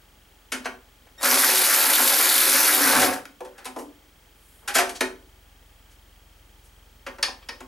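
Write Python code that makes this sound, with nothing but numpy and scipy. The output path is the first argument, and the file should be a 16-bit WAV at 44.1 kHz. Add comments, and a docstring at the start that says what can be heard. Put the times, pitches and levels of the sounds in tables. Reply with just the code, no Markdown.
"""First come knocks and clatter, over a low hum, as a socket is seated in a sheet-metal box in a garage.
A cordless ratchet then runs a bolt down: its motor spins up, sags as the bolt tightens and coasts out.
Gears, teeth and pawl follow the turning of one crank; the strained box groans, shakes and buzzes.
Then the tool is lifted and metal parts clatter and snap: short noise bursts that ring the metal.
Underneath lie air hiss, the throbbing hum and the faint ticking and whistle of a tape camera."""
import sys
import numpy as np
from scipy import signal
from scipy.fft import rfft, irfft, next_fast_len
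from scipy.io import wavfile

SR = 44100
rng = np.random.default_rng(int(sys.argv[2]) if len(sys.argv) > 2 else 0)


def transcribe(signal):
    """Save signal, clipped to [-1, 1], as a 16-bit WAV file at the path in sys.argv[1]."""
    frames = np.atleast_2d(signal).T
    limited = np.clip(frames, -1, 1)
    pcm = np.round(limited * 32767).astype(np.int16)
    wavfile.write(sys.argv[1], SR, pcm)


N = 338247
TIME = np.arange(N) / SR  # seconds

# Moments of the run [s]: trigger pressed, gears take up, trigger let go, rotor stops
PRESS_S, ENGAGE_S, RELEASE_S, STOP_S = 1.178, 1.241, 3.049, 3.228
# Motor: unloaded strokes per second; time constants of spinning up and coasting
FREE_HZ, SPIN_UP_S, COAST_S = 79.3, 0.062, 0.19
# How long the drive takes to go slack, and the rotor to halt
SLACK_S, HALT_S = 0.039, 0.098
# Load on the motor: a jolt at the start, then free running, then the bolt biting:
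# (time [s], share of the speed lost [0-1])
MOTOR_LOAD = [(1.24, 0.12), (1.42, 0.061), (1.6, .025), (2.66, 0.021), (2.78, .075), (2.86, .18),
              (2.94, .33), (3.05, .44)]

# Snaps of the pawl in one stroke: (place [share of stroke], level [dB], ring [Hz], ring width [Hz])
PAWL_SNAPS = [(0.018, -2.5, 12750, 795), (0.172, -8.5, 12270, 900), (.31, -10, 10500, 1600),
              (0.438, -7.5, 10180, 2205)]
# Tone colour of the gears' growl: (frequency [Hz], relative level [dB per Hz])
GROWL_COLOUR = [(110, -59.5), (180, -21.5), (298, -6.5), (333, -15), (376, -7), (487, -6), (532, 1.5),
                (636, -3), (752, -0.5), (841, 1), (2600, -5), (3380, -15.5), (5720, -120)]
# Tone colour of the rasping teeth: (frequency [Hz], relative level [dB])
RASP_COLOUR = [(1180, -34), (2000, -3.5), (2140, -1.5), (3280, -3.5), (3550, -1.5), (5210, -0.5),
               (7120, -2.5), (8630, -2.5), (10500, 1.5), (11600, -0.5), (12800, -15), (13300, -1.5),
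               (13900, -6.5), (15200, -11), (16000, -38)]
# Loudness of each part, before the mix: (running free [dB], extra per unit load [dB],
# rise until the gears take up [dB/s], drop on going slack [dB], fade while coasting [dB/s])
GROWL_LOUDNESS = (-26, 19, 451, 6, 68)
RASP_LOUDNESS = (-19, 0, 778, 11, 95)
PAWL_LOUDNESS = (-21, -14.5, 903, 4, 150)

# Notes that the strain sets ringing: (frequency [Hz], width [Hz], level [dB])
GROAN_NOTES = [(274, 72, 6.5), (519, 280, 6), (728, 87, 3.5), (1120, 230, -5.5), (1548, 196, 4)]
# Strained box, before the mix: (level at a load of 1 [dB], power of the load by which it grows)
GROAN_STRAIN = (-26.5, 1.19)
SHUDDER_STRAIN = (-34.5, 1)
SHAFT_STRAIN = (-10, 0.77)
STRAIN_RELAX_S = 0.05  # time constant once the trigger is let go
# The box resonance that the shaft tone sounds through; its time constant of coming in
SHAFT_HZ, SHAFT_WIDTH_HZ, SEATING_S = 298, 54, 0.446
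# The box buzzes up when the tool leans on it: (time [s], level [dB], length [s])
LEANS = [(1.265, -24.5, 0.023), (1.437, -17, 0.0083), (1.72, -23, 0.028), (2.577, -27.5, 0.0093),
         (2.688, -26, 0.015), (2.84, -28.5, 0.04)]
# Stirring of the box between the loud buzzes: (level [dB], spread [dB], rate of change [Hz])
QUIET_STIR = (-44, 6.2, 6)
BUZZ_LO_HZ, BUZZ_HI_HZ = 1004, 2590

# The speed controller's song: (multiple of the switching rate, level [dB])
SONG_TONES = [(1, 4), (2, 3.5), (3, 4.5), (4, -3), (6, -12), (7, -18)]
SWITCHING_HZ, SWITCHING_DB = 1858, -49.5
# Thin ringing of the steel head as the drive goes slack: (frequency [Hz], width [Hz], level [dB])
SLACK_NOTES = [(10200, 200, 2), (12500, 220, -6), (14500, 250, -1), (15450, 200, -8)]
SLACK_RING_DB, SLACK_RING_S = -25, 0.035  # level, decay time constant

# Notes of the sheet-metal box: (frequency [Hz], width [Hz], level against the bare contact [dB])
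BOX_NOTES = [(262.8, 14, 8.5), (300.3, 5.4, 9.5), (378.6, 21.5, 10.5), (554.5, 24, -6), (658, 19, -1.5),
             (754, 7.3, -0.5), (887, 11, 2.5), (1006, 24, -0.5), (1373, 210, -4.5), (1526, 32.8, -1),
             (1670, 140, -6), (1993, 19, -9.5), (2100, 11, -19)]
# Notes of the steel socket and ratchet head: (frequency [Hz], width [Hz], level against the contact [dB])
STEEL_NOTES = [(554, 54, -1.5), (1324, 47, -7), (1846, 70, 10.5), (3850, 520, 10.5), (4500, 130, 17.5),
               (5080, 220, 18), (5500, 150, -2), (9430, 130, 11), (10380, 120, -1)]
# Edges of the five registers of a knock, tick or snap: (frequency [Hz])
REGISTER_EDGES = [215, 450, 1100, 2800, 7000, 12000]
# Knocks on the box, and two dry ticks of the pawl as the run starts and ends:
# (time [s], thud [dB], clatter [dB], clatter tilt [dB/octave],
# rattle decay in the middle register [s], panel note [Hz], ring of that note [dB])
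KNOCKS_AND_TICKS = [(.52, -40, -30.5, -1.5, 0.02, 263, 15), (.656, -34, -32, -6, 0.011, 712, 8),
                    (1.069, -61, -63, -4.5, 0.0098, 460, 4), (1.231, -34.5, -41.5, 4.5, 0.0022, 545, 10),
                    (3.255, -59, -46.5, -3, 0.002, 416, 0), (3.406, -37, -53, -2, 0.0069, 506, 14.5),
                    (3.448, -48, -55, -1, 0.016, 560, 2), (3.58, -50, -50, -3, 0.022, 795, 6),
                    (3.654, -39, -41.5, 0.2, 0.015, 760, 10), (3.762, -35, -51, -2.7, 0.011, 463, 15),
                    (3.787, -43, -52, -0.5, 0.014, 288, 17), (4.677, -37.5, -31, -1.6, 0.024, 820, 16),
                    (4.752, -25, -21, -1.5, 0.034, 686, 12.5), (4.784, -34, -23, -1.5, 0.02, 756, 11),
                    (4.893, -49, -42, 1, 0.012, 360, 3), (5.008, -27.5, -24.5, -3, 0.0086, 417, 13.5),
                    (7.065, -40, -37, -7, 0.015, 555, 14), (7.185, -44.5, -48, -7, 0.0074, 563, 10),
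                    (7.283, -40, -52, -17, 0.004, 676, -4), (7.605, -46, -49, -3, 0.0088, 275, 6)]
# Snaps of the socket and ratchet head: (time [s], thud [dB], clatter [dB], clatter tilt [dB/octave],
# rattle decay in the middle register [s], panel note [Hz], ring of that note [dB])
STEEL_SNAPS = [(7.228, -38.5, -28, -1.2, 0.01, 867, 3), (7.488, -44.5, -40.5, -3.6, 0.011, 504, 0)]
# Colour of the knocks and ticks: (frequency [Hz], added level [dB])
KNOCK_COLOUR = [(300, -1), (700, -0.5), (1750, -0.5), (4400, -2), (9200, -2)]
# Colour of the steel snaps: (frequency [Hz], added level [dB])
SNAP_COLOUR = [(300, -2), (700, 1.5), (1750, 1.5), (4400, 6), (9200, -3)]
BASS_FALL_DB = 8.5  # per octave below the panel note
# Scrapes and short bursts of contact noise, several of them at the knocks:
# (time [s], level [dB], length [s], lowest [Hz], highest [Hz])
CONTACT_BURSTS = [(0.65, -39, 0.0049, 500, 7000), (3.14, -31.5, 0.0065, 1500, 12000),
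                  (3.602, -56, 0.065, 1280, 1880), (3.648, -39, 0.0026, 1200, 11900),
                  (3.8, -50.5, 0.034, 4950, 12500), (4.517, -62, .14, 7500, 13000),
                  (4.648, -55, 0.03, 218, 1500), (4.754, -21.5, 0.0096, 1200, 12000),
                  (4.963, -37.5, 0.012, 250, 8750), (5.92, -60, 0.019, 1000, 11000),
                  (6.658, -61, 0.022, 5460, 12000), (7.432, -52, 0.012, 250, 4000)]

# Dying away of the garage's echoes: (frequency [Hz], time to fall 60 dB [s])
GARAGE_DECAY = [(250, 0.52), (700, 0.34), (2000, 0.28), (5000, 0.26), (12000, 0.24)]
# Sound that differs between the two ports: (frequency [Hz], level [dB])
STEREO_WIDTH = [(250, -25), (1000, -6.5), (4000, -4.5), (6300, -10.5), (8000, -6), (10000, -12),
                (12000, -32), (14000, -37.5)]
# The two microphone ports: (frequency [Hz], lead of left [radians], extra level of left [dB])
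PORT_DIFFERENCE = [(60, 0, 0.5), (140, 0.27, -2.4), (260, 0.5, 0.5), (938, 0.8, 0.5), (1300, 0.32, 0.1),
                   (3000, 0.53, 1.5), (7000, .06, 0.5), (11000, 0, 0)]
# Colour of the air hiss, before its peaks are capped: (frequency [Hz], relative level [dB per Hz])
HISS_COLOUR = [(15, -29), (25, -3), (54, 20), (167, -19.5), (286, -18), (790, -24), (856, -4),
               (1000, -28.5), (1090, -24.5), (2850, -27.5), (3180, -28.5), (3930, -31), (15000, -36)]
HISS_DB = -58.5
# Machine hum: (multiple of its rate, relative level [dB])
HUM_TONES = [(2, 6), (3, 3), (4, -5), (5, -5.5)]
HUM_HZ = 21.53
# Loudness of the hum: (time [s], level [dB])
HUM_LOUDNESS = [(0, -59.5), (1.2, -59.5), (1.4, -82), (3.3, -64), (5.2, -55.5), (7.67, -54)]
TOP_HZ = 16000  # nothing much is left above this


def ratchet():
    """A crank rocks the yoke: gears growl into the box, teeth rasp, and the pawl snaps in every stroke."""
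    unsteady = 1 + 0.003 * drift(14) + 0.012 * drift(2.5)
    turns = np.cumsum(speed() * unsteady) / SR  # strokes made so far
    stroke = 1 + 0.077 * np.cos(2 * np.pi * (turns - 0.6))
    rasp = loudness(*RASP_LOUDNESS) * rasping_teeth(turns, stroke)
    snaps = loudness(*PAWL_LOUDNESS) * driven(pawl(turns))
    return turning() * (gears(turns, stroke) + rasp + snaps + controller() + slack_ring())


def gears(turns, stroke):
    """Meshing gears make a coarse grind and a stack of tones, which the box colours and answers."""
    noise = rng.standard_normal(N)
    mesh = 0.39 + np.exp(-(turns * 4 % 1) / 0.2316)  # four bites a stroke
    grind = driven(stroke * mesh * amp(2.25 * drift(50)) * noise)
    stack = tone_stack(turns)
    growl = driven(shaped(body(grind + 0.16 * stack, BOX_NOTES), GROWL_COLOUR))
    teeth = grind + 0.28 * stack
    strained = strain(*GROAN_STRAIN) * groan(teeth)
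    strained += strain(*SHUDDER_STRAIN) * shudder(turns, noise)
    strained += strain(*SHAFT_STRAIN) * shaft_tone(turns)
    return loudness(*GROWL_LOUDNESS) * growl + strained + box_buzz(teeth)


def tone_stack(turns):
    """Gear tones at whole multiples of the stroke rate, each wavering in strength and phase."""
    wobble = [drift(4.9) for _ in range(7)]
    stack = np.zeros(N)
    for k in range(3, 34):
        phase = 2 * np.pi * (k * turns + rng.random()) + 0.6 * wobble[k % 5]
        stack += amp(2.55 * wobble[k % 7]) * np.cos(phase)
    return driven(stack)


def groan(teeth):
    """The gear noise sets a few broad notes ringing; each is filtered twice to make it purer."""
    return sum(amp(db) * driven(ring_twice(teeth, hz, width)) for hz, width, db in GROAN_NOTES)


def shudder(turns, noise):
    """The reaction torque shakes the box twice a stroke, with some rough low noise."""
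    shake = np.sin(2 * np.pi * 2 * turns + 0.86 * drift(24.3))
    rough = 0.47 * unit(band(noise, 68, 176))
    return band(shake + rough, 64.3, 180, order=4)


def shaft_tone(turns):
    """A tone, four times a stroke, comes in as the socket seats and sings out near a box resonance."""
    tone = np.sin(2 * np.pi * 4 * turns + 0.15 * drift(17))
    seated = 1 - np.exp(-since(ENGAGE_S) / SEATING_S)
    return ring_twice(tone * seated, SHAFT_HZ, SHAFT_WIDTH_HZ)


def box_buzz(teeth):
    """The box buzzes up when the tool leans on it, and stirs quietly in between."""
    stir_db, spread_db, rate_hz = QUIET_STIR
    leaning = sum(swell(*row) for row in LEANS)
    leaning += amp(stir_db + spread_db * drift(rate_hz))
    held = (TIME > ENGAGE_S) * np.exp(-since(RELEASE_S) / STRAIN_RELAX_S)
    return leaning * held * driven(band(teeth, BUZZ_LO_HZ, BUZZ_HI_HZ))


def rasping_teeth(turns, stroke):
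    """Teeth scrape seven times a stroke, each contact starting sharply and easing off."""
    teeth = (0.35 + np.exp(-(turns * 7 % 1) / 0.35)) * amp(2.5 * drift(160))
    scrape = shaped(stroke * teeth * rng.standard_normal(N), RASP_COLOUR)
    # each register of the rasp swells and fades at random, on its own
    flare = np.zeros(N)
    for lo in (2230.4, 3180, 4680, 7880):
        flare += drift(9.7) * band(scrape, lo, 1.48 * lo, order=2)
    return driven(scrape + 0.16 * flare)


def pawl(turns):
    """The pawl snaps over the teeth several times a stroke, each time with a short steel chatter."""
    fade = np.exp(-np.arange(400) / SR / 0.0005)
    out = np.zeros(N)
    for share, db, hz, width in PAWL_SNAPS:
        clicks = strikes(turns, share, jitter_s=0.00011, spread_db=1.0)
        chatter = signal.oaconvolve(clicks, fade)[:N] * rng.standard_normal(N)
        ring = unit(band(chatter, hz - width / 2, hz + width / 2, order=2))
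        out += amp(db + 1.5 * drift(9)) * ring
    return out


def strikes(turns, share, jitter_s, spread_db):
    """One click of uneven strength each time the crank passes a point of its stroke."""
    at = np.flatnonzero(np.diff(np.floor(turns - share)) > 0)
    slip, size = rng.standard_normal((len(at), 2)).T
    places = at + (slip * jitter_s * SR).astype(int)
    clicks = np.zeros(N)
    clicks[np.clip(places, 0, N - 1)] = amp(spread_db * np.clip(size, -2, 2))
    return clicks


def controller():
    """The switched motor current sings from the press of the trigger until the gears take up."""
    song = sum(amp(db) * np.sin(2 * np.pi * k * SWITCHING_HZ * TIME) for k, db in SONG_TONES)
    # ramps of 6.6 ms at both ends
    gate = np.clip(np.minimum(TIME - PRESS_S, ENGAGE_S - TIME) / 0.0066, 0, 1)
    return amp(SWITCHING_DB) * gate * song


def slack_ring():
    """Let go, the steel head rings thinly for a moment: noise through a few narrow resonances."""
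    noise = rng.standard_normal(N)
    ring = unit(sum(amp(db) * ring_twice(noise, hz, width) for hz, width, db in SLACK_NOTES))
    age = since(RELEASE_S)
    return amp(SLACK_RING_DB) * np.minimum(age / 0.005, 1) * np.exp(-age / SLACK_RING_S) * ring


def load():
    """Share of the motor's speed that is lost to its load."""
    return np.clip(curve(MOTOR_LOAD), 0.001, 0.9)


def speed():
    """Strokes per second: the motor spins up, sags under load and coasts once let go."""
    spin_up = 1 - np.exp(-since(PRESS_S) / SPIN_UP_S)
    coast = np.exp(-since(RELEASE_S) / COAST_S)
    return FREE_HZ * spin_up * (1 - load()) * coast


def turning():
    """1 while the rotor turns, closing as it halts."""
    return (TIME > PRESS_S) * np.clip((STOP_S - TIME) / HALT_S, 0, 1)


def loudness(free_db, load_db, rise_db_per_s, slack_db, fade_db_per_s):
    """A part swells until the gears take up, follows the load, drops as the drive goes slack and fades."""
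    rise = rise_db_per_s * np.maximum(ENGAGE_S - TIME, 0)
    slack = slack_db * np.minimum(since(RELEASE_S) / SLACK_S, 1)
    fade = fade_db_per_s * since(RELEASE_S)
    return amp(free_db + load_db * load() - rise - slack - fade)


def strain(full_db, power):
    """Torque on the box grows with the load and relaxes once the trigger is let go."""
    take_up = np.minimum(since(ENGAGE_S) / 0.01, 1)
    relax = np.exp(-since(RELEASE_S) / STRAIN_RELAX_S)
    return amp(full_db) * load() ** power * take_up * relax


def driven(x):
    """Scales to an even strength (standard deviation 1) over the time that the motor drives."""
    return x / np.std(x[(TIME > ENGAGE_S) & (TIME < RELEASE_S)])


def impacts(rows, modes, spectrum, rise_s, bass_slow, crack):
    """A crack and a dying rattle ring the metal: thud below, clatter above, low registers dying slower."""
    out, t = np.zeros(N), np.arange(SR // 3) / SR
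    clatter_edge, middle_top = REGISTER_EDGES[2], REGISTER_EDGES[3]
    middle = np.sqrt(clatter_edge * middle_top)
    for s, thud_db, clatter_db, tilt_db, decay, note_hz, note_db in rows:
        panel = [(note_hz, 26, note_db)]
        for lo, hi in zip(REGISTER_EDGES, REGISTER_EDGES[1:]):
            centre = np.sqrt(lo * hi)
            if lo < clatter_edge:
                db = thud_db - BASS_FALL_DB * max(np.log2(note_hz / centre), 0)
            else:
                db = clatter_db + tilt_db * np.log2(centre / middle)
            fade = max(decay, 0.001) * (middle_top / hi) ** bass_slow
            contact = (1 - np.exp(-t / rise_s)) * np.exp(-t / fade) * rng.standard_normal(len(t))
            # the crack is one strong sample, 2.5 ms in
            contact[SR // 400] += crack * np.linalg.norm(contact) * np.sqrt(REGISTER_EDGES[1] / hi)
            ring = band(body(contact, modes + panel), lo, hi, order=4)
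            early = np.std(ring[:SR // 30])  # strength over the first 33 ms
            add(out, s - 0.0015, amp(db + read(spectrum, centre)) * ring / early)
    return out


def contact_bursts():
    """Scrapes and short contacts between parts: bursts of noise, each in its own band."""
    noise = rng.standard_normal(N)
    return sum(swell(s, db, length) * unit(band(noise, lo, hi)) for s, db, length, lo, hi in CONTACT_BURSTS)


def echoes(x):
    """Garage echoes: sparse reflections of random sign, each band dying at its own speed."""
    at = np.arange(140, SR // 2, 16)
    taps = np.zeros(SR)
    taps[at + rng.integers(0, 16, len(at))] = rng.choice([-1., 1.], len(at))
    hz, t, z = signal.stft(taps, SR, nperseg=256)
    dying = amp(-60 * t / read(GARAGE_DECAY, hz)[:, None])
    tail = signal.istft(z * dying, SR, nperseg=256)[1]
    return signal.fftconvolve(x, tail / np.linalg.norm(tail))[:N]


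def background():
    """Everything that lies underneath: air hiss, machine hum, and the tape camera's tick and whistle."""
    return hiss() + machine_hum() + drum_ticks() + line_whistle()


def hiss():
    """Steady air noise of the garage; no part of its colour stands above its level at 166 Hz."""
    cap = read(HISS_COLOUR, 166.0)
    capped = [(hz, min(db, cap)) for hz, db in HISS_COLOUR]
    return amp(HISS_DB) * shaped(rng.standard_normal(N), capped)


def machine_hum():
    """A few multiples of one low rate add up to a throbbing hum, which wavers slightly in phase."""
    hum = sum(amp(db) * np.cos(2 * np.pi * k * HUM_HZ * TIME + 0.15 * drift(2.7)) for k, db in HUM_TONES)
    return amp(curve(HUM_LOUDNESS)) * unit(hum)


def drum_ticks():
    """The tape camera's spinning head drum gives one tiny rising chirp a turn, 29.97 turns a second."""
    turn = (TIME * 29.97 + 0.82) % 1 - 0.5
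    chirp = np.sin(2 * np.pi * np.cumsum(3180 + 1500 * turn) / SR)
    return amp(-57.5) * np.exp(-(turn / 0.092) ** 2) * chirp


def line_whistle():
    """The tape camera's line whistle: a very high tone with a trembling phase."""
    return amp(-67.0) * np.sin(2 * np.pi * 15734 * TIME + 0.7 * drift(120))


def port(x, sign):
    """One microphone port: +1 is left, -1 is right; each takes half of the difference between them."""
    table = np.array(PORT_DIFFERENCE)
    lead, louder = table[:, :2], table[:, ::2]

    def gain_at(hz):
        """Phase lead and level of this port at each frequency."""
        return np.exp(0.5j * sign * read(lead, hz)) * amp(0.5 * sign * read(louder, hz))

    return colour(x, gain_at)


def amp(db):
    """Decibels to gain."""
    return 10 ** (np.asarray(db) / 20)


def unit(x):
    """Scales to an average strength (rms) of 1."""
    return x / np.sqrt(np.mean(x ** 2) + 1e-20)


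def since(s):
    """Seconds gone by since time s, zero before it."""
    return np.maximum(TIME - s, 0)


def swell(s, db, length):
    """A soft rise and fall around time s."""
    return amp(db) * np.exp(-((TIME - s) / length) ** 2)


def curve(rows, axis=1):
    """One column of a time table at every sample."""
    rows = np.array(rows)
    return np.interp(TIME, rows[:, 0], rows[:, axis])


def read(points, hz):
    """Reads a frequency table between its rows, on a log-frequency axis."""
    f, value = np.transpose(points)
    return np.interp(np.log(hz + 1), np.log(f + 1), value)


def colour(x, gain_at):
    """Filters x by a gain that is a function of frequency."""
    size = next_fast_len(len(x) + 4096)
    spectrum = rfft(x, size) * gain_at(np.fft.rfftfreq(size, 1 / SR))
    return irfft(spectrum, size)[:len(x)]


def shaped(x, points):
    """Filters x by the levels of a table, then scales it to rms 1."""
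    return unit(colour(x, lambda hz: amp(read(points, hz))))


def band(x, lo_hz, hi_hz, order=3):
    """Keeps the sound between two frequencies."""
    edges = [lo_hz, min(hi_hz, SR / 2 - 1)]
    return signal.sosfilt(signal.butter(order, edges, "band", fs=SR, output="sos"), x)


def resonate(x, hz, width):
    """One resonance, with a gain of 1 at its peak."""
    return signal.lfilter(*signal.iirpeak(hz, hz / width, SR), x)


def ring_twice(x, hz, width):
    """The same resonance twice in a row, for a purer ring."""
    return resonate(resonate(x, hz, width), hz, width)


def body(x, modes):
    """The contact sound plus the notes it rings in the metal."""
    return x + sum(amp(db) * resonate(x, hz, width) for hz, width, db in modes)


def drift(rate_hz):
    """Slow random wandering of rms 1; a higher rate wanders faster."""
    return unit(colour(rng.standard_normal(N), lambda hz: np.exp(-(hz / rate_hz) ** 2)))


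def add(mix, s, sound):
    """Lays a sound into the mix at time s."""
    part = mix[round(s * SR):][:len(sound)]
    part += sound[:len(part)]


def scene():
    """Tool and metal contacts sound in the garage and reach a close pair of microphone ports."""
    tool = ratchet()
    hits = impacts(KNOCKS_AND_TICKS, BOX_NOTES, KNOCK_COLOUR, rise_s=0.0033, bass_slow=0.39, crack=0.36)
    hits += contact_bursts()
    hits += impacts(STEEL_SNAPS, STEEL_NOTES, SNAP_COLOUR, rise_s=0.0023, bass_slow=0.7, crack=0.31)
    send = amp(-8.0) * tool + amp(-4.5) * hits  # what goes out into the room
    mid = amp(-2.3) * tool + hits + echoes(send) + background()
    # fresh echoes and hiss, added on the left and taken away on the right, widen the sound
    side = colour(echoes(send) + hiss(), lambda hz: amp(read(STEREO_WIDTH, hz)))
    return np.array([port(mid + side, 1), port(mid - side, -1)])


def record(dry):
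    """Peaks round off softly below a ceiling; then the highest treble is cut."""
    ceiling = amp(-6.0)
    rounded = ceiling * np.tanh(dry / ceiling)
    low_pass = signal.firwin(511, TOP_HZ, window=("kaiser", 9), fs=SR)
    return signal.oaconvolve(rounded, low_pass[None], "same")


dry = scene()
out = record(dry)
transcribe(out)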